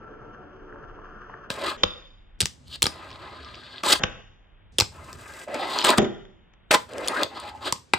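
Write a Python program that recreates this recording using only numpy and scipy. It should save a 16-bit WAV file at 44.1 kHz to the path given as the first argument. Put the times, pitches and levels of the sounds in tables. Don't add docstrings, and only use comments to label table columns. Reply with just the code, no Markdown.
import sys
import numpy as np
from scipy import signal
from scipy.fft import rfft, irfft, next_fast_len
from scipy.io import wavfile
from scipy.ndimage import map_coordinates

SR = 44100
rng = np.random.default_rng(int(sys.argv[2]) if len(sys.argv) > 2 else 0)


def output_pcm(signal):
    pcm = np.clip(np.atleast_2d(signal).T, -1, 1) * 32767
    wavfile.write(sys.argv[1], SR, np.round(pcm).astype(np.int16))


N = 351918
STEP = 16
TOUCH_S = 0.015


# start t/s, end t/s, share of real speed
SLOW_MOTION = [(0, 1.5, .357), (1.768, 2.389, .4), (3.997, 4.721, .4), (5.985, 6.711, .4)]


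def slow_motion_clock():
    shown = np.arange(N) / SR
    speed = np.ones(N)
    for start, end, share in SLOW_MOTION:
        speed -= (1 - share) * (shown >= start) * (shown < end)
    lived = np.cumsum(speed) / SR
    return shown, lived, np.interp(shown, lived, shown)


SHOWN, LIVED, WHEN = slow_motion_clock()


def real_sample(t):
    return round(np.interp(t, SHOWN, LIVED) * SR)


# start t/s, turning point t/s, end t/s,
# rumble level/dB at the turn, its rise/dB, wheel hiss level/dB at the turn, its rise/dB,
# grit over hiss level/dB, rumble f/Hz at start, rumble f/Hz at the turn
PUSH_STROKES = [(0, 1.49, 1.62, -48, -2, -48, 6.5, -21, 984, 1040),
                (1.513, 1.561, 1.66, -41.5, 2.5, -53, -11.5, -2, 380.2, 479.9),
                (1.583, 1.696, 1.769, -27.5, 13, -32, 17, -10.5, 329, 1206),
                (1.784, 1.824, 2.04, -45, 11.5, -59, 0.5, 6, 1103, 1160),
                (2.667, 2.759, 2.768, -43, 28, -36, 24, -11, 905, 1904),
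                (2.876, 3.098, 3.59, -43.5, 2, -54.5, 2.5, -13, 1101, 1002),
                (3.197, 3.811, 3.83, -49, 0.5, -49, 7, -21, 1246, 1750),
                (3.846, 3.939, 3.939, -19, 6.5, -18, 14, -3.5, 649.7, 1609),
                (3.95, 3.961, 3.968, -26.5, 1.5, -28, 3, -7, 1296, 1194),
                (4.004, 4.019, 4.206, -36, 1, -39, 5.5, -12, 1333, 1518),
                (4.927, 5.439, 5.475, -44, 5, -54, 12, 3, 758, 1868),
                (5.488, 5.551, 5.59, -33.5, 3.5, -45.5, 15, -5.5, 518.7, 589.8),
                (5.559, 5.794, 5.95, -29, 5, -29.5, 14, -13.5, 650, 949.9),
                (5.853, 5.884, 5.9, -21.5, -2, -32, -6, -6, 1151, 1351),
                (5.894, 5.938, 5.957, -23, -5, -38.5, -7.5, -6, 651.1, 1300),
                (5.977, 5.976, 5.99, -19.5, 6.5, -26, 14.5, -6, 1289, 1482),
                (5.987, 5.987, 6.05, -29, 3, -33, -4, -0.5, 876, 906.4),
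                (6.72, 6.748, 6.768, -25, 0, -28.5, 4, -1.5, 698, 990),
                (6.896, 7.068, 7.08, -31, 13, -46.5, 14.5, -4, 555, 500),
                (7.099, 7.177, 7.215, -28, 0.5, -40.5, 14.5, -5.5, 481.8, 1674),
                (7.201, 7.223, 7.27, -27, 1.5, -38, 4, -9, 1044, 561.2),
                (7.3, 7.381, 7.46, -37, 10.5, -44, 17, -13, 845.5, 1023),
                (7.414, 7.491, 7.54, -37.5, 9.5, -44, 9.5, -11, 787, 855),
                (7.552, 7.58, 7.77, -50.5, -2, -65, -1.5, -2, 787, 848),
                (7.619, 7.674, 7.72, -26.5, 19, -29.5, 22.5, -10, 860.5, 1097)]
RUMBLE_FALL_DB, HISS_FALL_DB = 18.5, 26.5


def push_strokes(when):
    levels, pitch = np.zeros((3, len(when))), np.zeros(len(when))
    for start, turn, end, rumble_db, rise_db, hiss_db, hiss_rise_db, grit_db, start_hz, turn_hz in PUSH_STROKES:
        start, turn, end = np.sort([start, turn, end])
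        touch = touching(when, start, end)
        before = np.interp(when, [start, turn, end], [1, 0, 0])
        after = np.interp(when, [start, turn, end], [0, 0, 1])
        rumble = touch * amp(rumble_db - rise_db * before - RUMBLE_FALL_DB * after)
        hiss = touch * amp(hiss_db - hiss_rise_db * before - HISS_FALL_DB * after)
        levels += [rumble, hiss, amp(grit_db) * hiss]
        pitch += rumble * (turn_hz + (start_hz - turn_hz) * before)
    return levels, (pitch + 1e-9) / (levels[0] + 1e-12)


# f/Hz, width f/Hz, level/dB
WOOD_MODES = [(383, 299, 1.5), (575, 240, 0), (835, 141, -1), (1024.5, 156, 0), (1216, 150, -0.5),
              (1608, 180, -1.5), (2019, 190, -2.5), (2483, 448, -2.5)]
# f/Hz, width f/Hz, level/dB
WHEEL_MODES = [(3150, 840, -1.5), (4044, 1170, 0.5), (4775, 814, -2)]
# f/Hz, width f/Hz, level/dB
GRIT_MODES = [(5640, 3230, -7), (8210, 1400, -1.5), (13160, 4800, -13)]
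# f/Hz, width f/Hz, level/dB
AXLE_MODES = [(3767, 32, 0)]
# t/s, level/dB
AXLE_LEVELS = [(0, -53), (.42, -56), (.62, -57.5), (1.45, -56), (1.5, -100)]
CRUSH_DB = -36.5


def rolling():
    levels, pitch = push_strokes(WHEN[::STEP])

    shares = np.array([amp(np.maximum(-16 * np.log2(hz / pitch) ** 2, -5.5)) for hz, w, db in WOOD_MODES])
    shares /= np.linalg.norm(shares, axis=0)
    rub = roughness(lumpy_db=2.0, lump_rate=70, tick_rate=130, tick_db=14.5, spread_db=-1)
    voices = []
    for hz, width, db in WOOD_MODES:
        response = ringing([(hz, width, 0)])
        voice = unit(filtered(rub, lambda f: response(f) ** 2))
        voices.append(amp(db + 1.7 * wobble(32)) * voice)
    wood = np.sum(every_sample(shares) * voices, axis=0)

    crush = np.minimum(amp(CRUSH_DB) / (levels[1] + 1e-9), 1)
    speck_rate = 200 * every_sample([crush])[0]
    scrape = roughness(lumpy_db=2.5, lump_rate=140, tick_rate=speck_rate, tick_db=12, spread_db=2.5)
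    wheels = amp(1.4 * wobble(25)) * unit(filtered(scrape, lambda f: ringing(WHEEL_MODES)(f) ** 1.5))
    grit = unit(filtered(scrape, ringing(GRIT_MODES)))

    axle_level = amp(np.interp(WHEN, *np.transpose(AXLE_LEVELS)))
    axle = axle_level * unit(filtered(rub, ringing(AXLE_MODES)))
    return np.sum(every_sample(levels) * [wood, wheels, grit], axis=0) + axle


# t/s, level/dB, kind of contact
STRIKES = [(.722, -31.5, "bump"), (.755, -32.5, "bump"), (0.986, -33, "bump"), (1.041, -41, "bump"),
           (1.15, -40, "bump"), (1.294, -27.5, "bump"), (1.337, -24.5, "bump"), (1.502, -18.5, "deck"),
           (1.8333, -9.5, "tail"), (2.4041, -5, "wheels"), (2.409, -4.5, "wheels"), (2.4157, -9, "wheels"),
           (2.4261, -18.5, "glancing"), (2.456, -7.5, "wheels"), (2.468, -25, "wheels"),
           (2.4338, -22.5, "glancing"), (2.68, -39, "wheels"), (2.726, -30, "speck"),
           (2.8208, -4, "wheels"), (2.8272, -1.5, "wheels"), (2.84, -10.5, "glancing"),
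           (2.8554, -7, "glancing"), (2.866, -5.5, "glancing"), (3.1036, -30, "speck"),
           (3.1135, -28, "speck"), (3.128, -31, "speck"), (3.1565, -32.5, "speck"), (3.275, -44, "speck"),
           (3.446, -29.5, "speck"), (3.487, -33, "speck"), (3.5436, -28, "speck"), (3.5535, -27, "speck"),
           (3.665, -36, "speck"), (3.7589, -30.5, "speck"), (3.7803, -24.5, "speck"), (3.835, -19, "deck"),
           (4.0343, -9.5, "tail"), (4.784, -2.5, "wheels"), (4.7877, -4.5, "glancing"),
           (4.7999, -1.5, "wheels"), (4.8069, -1, "glancing"), (4.819, -19, "deck"), (5.1286, -32, "tail"),
           (5.337, -39, "tail"), (5.415, -37.5, "deck"), (5.482, -44.5, "flat"), (5.543, -27, "deck"),
           (5.787, -8, "wheels"), (5.794, -15, "speck"), (5.8138, -13, "speck"), (5.8238, -14, "speck"),
           (5.843, -12, "crunch"), (5.867, -11.5, "crunch"), (5.89, -10.5, "crunch"),
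           (5.8472, -2, "wheels"), (5.903, -4.5, "wheels"), (5.981, -10, "deck"), (6.0441, -27.5, "deck"),
           (6.25, -43, "wheels"), (6.535, -49, "wheels"), (6.708, -8, "deck"), (6.7119, -7.5, "crunch"),
           (6.7157, -11, "crunch"), (6.726, -16, "crunch"), (6.733, -13.5, "deck"), (6.7382, -8, "crunch"),
           (6.7429, -8.5, "crunch"), (6.7455, -8.5, "crunch"), (6.752, -14.5, "crunch"),
           (6.934, -32, "wheels"), (6.981, -25, "wheels"), (7.045, -25, "speck"), (7.075, -12, "wheels"),
           (7.0824, -9.5, "wheels"), (7.232, -5, "wheels"), (7.399, -26.5, "wheels"),
           (7.242, -24.5, "speck"), (7.557, -43, "speck"), (7.574, -42, "speck"), (7.627, -32, "speck"),
           (7.645, -26, "speck"), (7.724, -9.5, "tail"), (7.76, -33.5, "speck"), (7.772, -46, "speck"),
           (7.9349, -8, "flat"), (7.938, -14.5, "crunch")]
CONTACT_KINDS = {"tail": (-6.5, 2, 1.14, 19001), "wheels": (-18.5, -5.5, 1.1, 19000),
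                 "glancing": (-10.5, -26.5, 2, 15000), "deck": (1.5, -6, 1.95, 14997),
                 "flat": (6, -7, 0.5, 9000), "bump": (-18.5, -47, 1, 4497),
                 "speck": (-22.5, -26, 1.8, 4700), "crunch": (-5, -9, 3.5, 14998)}


def clacks():
    out, t = np.zeros(N + SR), np.arange(SR // 8) / SR
    blow = np.exp(-((t - .0013) / .00003) ** 2)

    def burst(ms):
        fade = np.exp(-t / ms * 1000) * (1 - np.exp(-t / 0.00099))
        return blow + 0.66 * rng.standard_normal(len(t)) * fade

    for s, db, contact in STRIKES:
        knock_db, click_db, ms, hard_hz = CONTACT_KINDS[contact]
        wheels = peak(filtered(burst(ms), vary(WHEEL_MODES, 1.48)))
        click = peak(filtered(burst(ms), vary(GRIT_MODES, 0.71)))
        knock = peak(filtered(burst(ms), vary(WOOD_MODES, 1.08)))
        hit = amp(db - 3) * wheels + amp(db + click_db) * click + amp(db + knock_db) * knock
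        hit = filtered(hit, lambda hz: 1 / (1 + 1j * hz / hard_hz - (hz / hard_hz) ** 2) ** 2)
        out[real_sample(s):][:len(t)] += hit
    return out[:N]


# t/s, level/dB of the shaking force, rattle decay/ms
RAMP_RATTLES = [(5.843, -1, 12), (5.866, -6.5, 12), (5.888, -4, 15), (5.908, -9.5, 13), (5.928, -5, 12),
                (5.983, 3, 6.4), (6.018, 0, 5.1), (6.052, -8.5, 6.7), (6.709, 3, 8.8), (6.724, 0, 13),
                (6.739, 0.5, 9), (6.749, -2.5, 5.3)]
# f/Hz, width f/Hz, level/dB
RAMP_MODES = [(536, 59, -1), (650, 51, -8), (836, 28, -2.5), (935, 17, 1), (1023, 42, 2), (1510, 36, -8.5),
              (1750, 120, -9.5), (2006, 40, -9)]
FIRST_BLOW_DB = 18.5


def ramp():
    force, blows, t = np.zeros(N + SR), np.zeros(N), np.arange(SR // 4) / SR
    for s, db, ms in RAMP_RATTLES:
        at = real_sample(s)
        force[at:][:len(t)] += amp(db) * np.exp(-t / ms * 1000)
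        blows[at] = amp(db + FIRST_BLOW_DB)
    rattle = force[:N] * amp(3.33 * wobble(250)) * rng.standard_normal(N)
    return filtered(blows + rattle, ringing(RAMP_MODES))


# start t/s, end t/s, level/dB, f/Hz at start, f/Hz at end
WHEEL_GROWLS = [(5.482, 5.595, -34, 611, 603), (5.601, 5.83, -34, 780, 957),
                (5.905, 5.945, -30.5, 1357, 1470), (6.923, 7.14, -38.5, 519.4, 511.6),
                (7.109, 7.187, -34, 1000, 1644), (7.105, 7.201, -39, 1924, 1840),
                (7.202, 7.255, -33, 579.7, 538), (7.443, 7.557, -41.5, 823, 848)]
GROWL_WIDTH_HZ = 77


def growls():
    out = np.zeros(N)
    for start, end, db, start_hz, end_hz in WHEEL_GROWLS:
        band = unit(filtered(rng.standard_normal(N), lambda hz: 1 / (1 + (hz / GROWL_WIDTH_HZ) ** 2)))
        turns = np.cumsum(np.interp(WHEN, [start, end], [start_hz, end_hz])) / SR
        out += amp(db) * touching(WHEN, start, end) * band * np.cos(2 * np.pi * turns)
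    return out


# t/s, peak level/dB, push length/ms
TABLE_THUMPS = [(1.505, -29, 0.73), (1.84, -23, .6), (1.85, -31, 2), (2.421, -31.5, 2), (2.432, -25, 1.4),
                (2.446, -32, 2), (2.84, -25, 2.2), (2.868, -30.5, 2), (4.04, -24.5, .6), (4.049, -40, 2),
                (4.793, -34, 1.9), (4.812, -31, 2), (4.822, -26, 2), (5.993, -39, 1.6), (6.751, -35.5, 2),
                (7.247, -40, 2), (7.726, -28, 0.18), (7.947, -31, 1.1)]
# f/Hz, width f/Hz, level/dB
TABLE_MODES = [(102, 83, -4.5), (226, 130, -4.5), (274, 33, -8.5), (455.7, 80, -7.5)]


def thumps():
    out, t = np.zeros(N + SR), np.arange(SR // 8) / SR
    lead = .012
    for s, db, ms in TABLE_THUMPS:
        push = np.exp(-((t - lead) / ms * 1000) ** 2)
        hit = filtered(push, vary(TABLE_MODES, 1.3))
        at = round((np.interp(s, SHOWN, LIVED) - lead) * SR)
        out[at:][:len(t)] += amp(db) * peak(hit)
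    return out[:N]


# f/Hz, level/dB
SCATTER_LEVELS = [(100, -18), (500, -11), (1500, -8), (4000, -11), (8000, -18)]


def scatter(x):
    t = np.arange(SR // 50) / SR
    echoes = rng.standard_normal(len(t)) * amp(-60 * t / 0.072)
    echoed = signal.fftconvolve(x, echoes / np.linalg.norm(echoes))[:N]
    side = filtered(echoed, lambda hz: amp(along(SCATTER_LEVELS, hz)))
    return np.array([side, -side])


# f/Hz, time to fall by 60 dB as t/s (at real speed)
ROOM_DECAY = [(150, 0.28), (1000, 0.23), (4000, 0.23), (12000, 0.27)]


def room(x, chunk=SR // 3):
    out = np.zeros((2, N + SR))
    for at in range(0, N, chunk):
        hz, t, z = signal.stft(rng.standard_normal((2, SR // 2)), SR, nperseg=256)
        fade = amp(-60 * t / along(ROOM_DECAY, hz)[:, None])
        tail = signal.istft(z * fade, SR, nperseg=256)[1]
        wet = signal.fftconvolve(x[None, at:at + chunk], tail / np.linalg.norm(tail[0]), axes=1)
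        late = at + 130
        out[:, late:late + wet.shape[1]] += wet
    return out[:, :N]


# f/Hz, likeness (1 is the same)
PORT_LIKENESS = [(100, 0.28), (1000, 0.15), (4000, 0.43), (8000, 0.98)]


def pair(x):
    turn = lambda hz: np.arccos(np.clip(along(PORT_LIKENESS, hz), -1, 1)) / 2
    mid, side = filtered(x, lambda hz: np.array([np.cos(turn(hz)), np.sin(turn(hz))]))
    return np.array([mid + side, mid - side])


# f/Hz, relative level/dB per Hz
HISS_COLOUR = [(120, -42.5), (200, -7), (544, -8.5), (610, -13), (2970, -19.5), (3600, -18.5), (7700, -23),
               (9500, -32), (12400, -48), (20900, -120)]
# f/Hz, relative level/dB per Hz
RUMBLE_COLOUR = [(18, -48.5), (30, -20), (75, -2.5), (178, -14.5), (206, -25.5), (250, -10), (320, -42),
                 (550, -120)]
# t/s, level/dB
RUMBLE_LEVELS = [(0.0, -54), (1.78, -54), (3.82, -54), (4.04, -47.5), (4.51, -56), (5.18, -50),
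                 (5.49, -58.5), (7.98, -58.5)]


def background():
    hiss = filtered(rng.standard_normal((2, N)), lambda hz: amp(along(HISS_COLOUR, hz)))
    shared_and_own = rng.standard_normal(N) + 0.4 * rng.standard_normal((2, N))
    low = filtered(shared_and_own, lambda hz: amp(along(RUMBLE_COLOUR, hz)))
    low_db = np.interp(WHEN, *np.transpose(RUMBLE_LEVELS)) + 3 * wobble(6)
    return amp(-62.5) * unit(pair(hiss)) + amp(low_db) * unit(low)


def amp(db):
    return 10 ** (np.asarray(db) / 20)


def unit(x):
    return x / np.sqrt(np.mean(x ** 2) + 1e-20)


def peak(x):
    return x / np.max(np.abs(x))


def along(points, hz):
    f, v = np.transpose(points)
    return np.interp(np.log(hz + 1), np.log(f + 1), v)


def every_sample(rows):
    return np.array([np.interp(np.arange(N), np.arange(len(r)) * STEP, r) for r in rows])


def touching(when, start, end):
    return np.clip(np.minimum(when - start, end - when) / TOUCH_S + 1, 0, 1)


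def wobble(rate):
    return map_coordinates(rng.standard_normal(int(N * rate / SR) + 4), [np.arange(N) * rate / SR])


def filtered(x, response):
    m = next_fast_len(x.shape[-1] + 8192)
    return irfft(rfft(x, m) * response(np.fft.rfftfreq(m, 1 / SR)), m)[..., :x.shape[-1]]


def ringing(modes):
    def response(f):
        total = 0
        for k, (c, w, db) in enumerate(modes):
            total = total + (-1) ** k * amp(db) * 1j * f * w / (c * c - f * f + 1j * f * w)
        return total
    return response


def vary(modes, wide):
    return ringing([(hz * (1 + 0.022 * rng.normal()), w * wide, g + rng.normal(0, 3.2)) for hz, w, g in modes])


def roughness(lumpy_db, lump_rate, tick_rate, tick_db, spread_db):
    lumps = unit(amp(lumpy_db * wobble(lump_rate)) * rng.standard_normal(N))
    hits = rng.random(N) < tick_rate / SR
    ticks = hits * amp(tick_db + np.minimum(spread_db * rng.exponential(size=N), 14))
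    return lumps + ticks * rng.choice([-1, 1], N)


DULL_HZ = 6060


def scene():
    board = rolling() + clacks() + thumps() + ramp() + growls()
    echoes = filtered(room(board), lambda hz: 1 / (1 + 1j * hz / DULL_HZ))
    return board + scatter(board) + amp(-9.5) * pair(echoes) + background()


# f/Hz, level/dB
TONE_COLOUR = [(20, -6.5), (70, 2.5), (7000, 0), (8500, 4.5), (9400, 9), (10400, -4.5), (12500, -4.5),
               (15300, 3.5), (17000, 6.5), (19500, -8.5), (20300, -82.5)]
# f/Hz, level/dB
PORT_TILT = [(200, -1), (900, -0.5), (2400, 3), (4400, 3), (8000, 0)]
# f/Hz, phase/radians
PORT_LEAD = [(0, 0), (1700, -.4), (3200, .6), (4800, .1), (5500, -.8), (6900, 0), (20700, -15.2)]
TOP_HZ = 16800


def record(dry):
    def half(hz):
        return amp(along(PORT_TILT, hz) / 2) * np.exp(.5j * np.interp(hz, *np.transpose(PORT_LEAD)))

    x = filtered(dry, lambda hz: amp(along(TONE_COLOUR, hz)) * [half(hz), 1 / half(hz)])
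    x = x / (1 + np.abs(x / .98) ** 4) ** (1 / 4)
    fine = signal.resample_poly(x, 2, 1, axis=1)
    played = np.array([map_coordinates(c, [LIVED * SR * 2]) for c in fine])
    return filtered(played, lambda hz: amp(-18 * np.clip((hz - 15700) / 500, 0, 1)) * (hz < TOP_HZ))


dry = scene()
out = record(dry)
output_pcm(out)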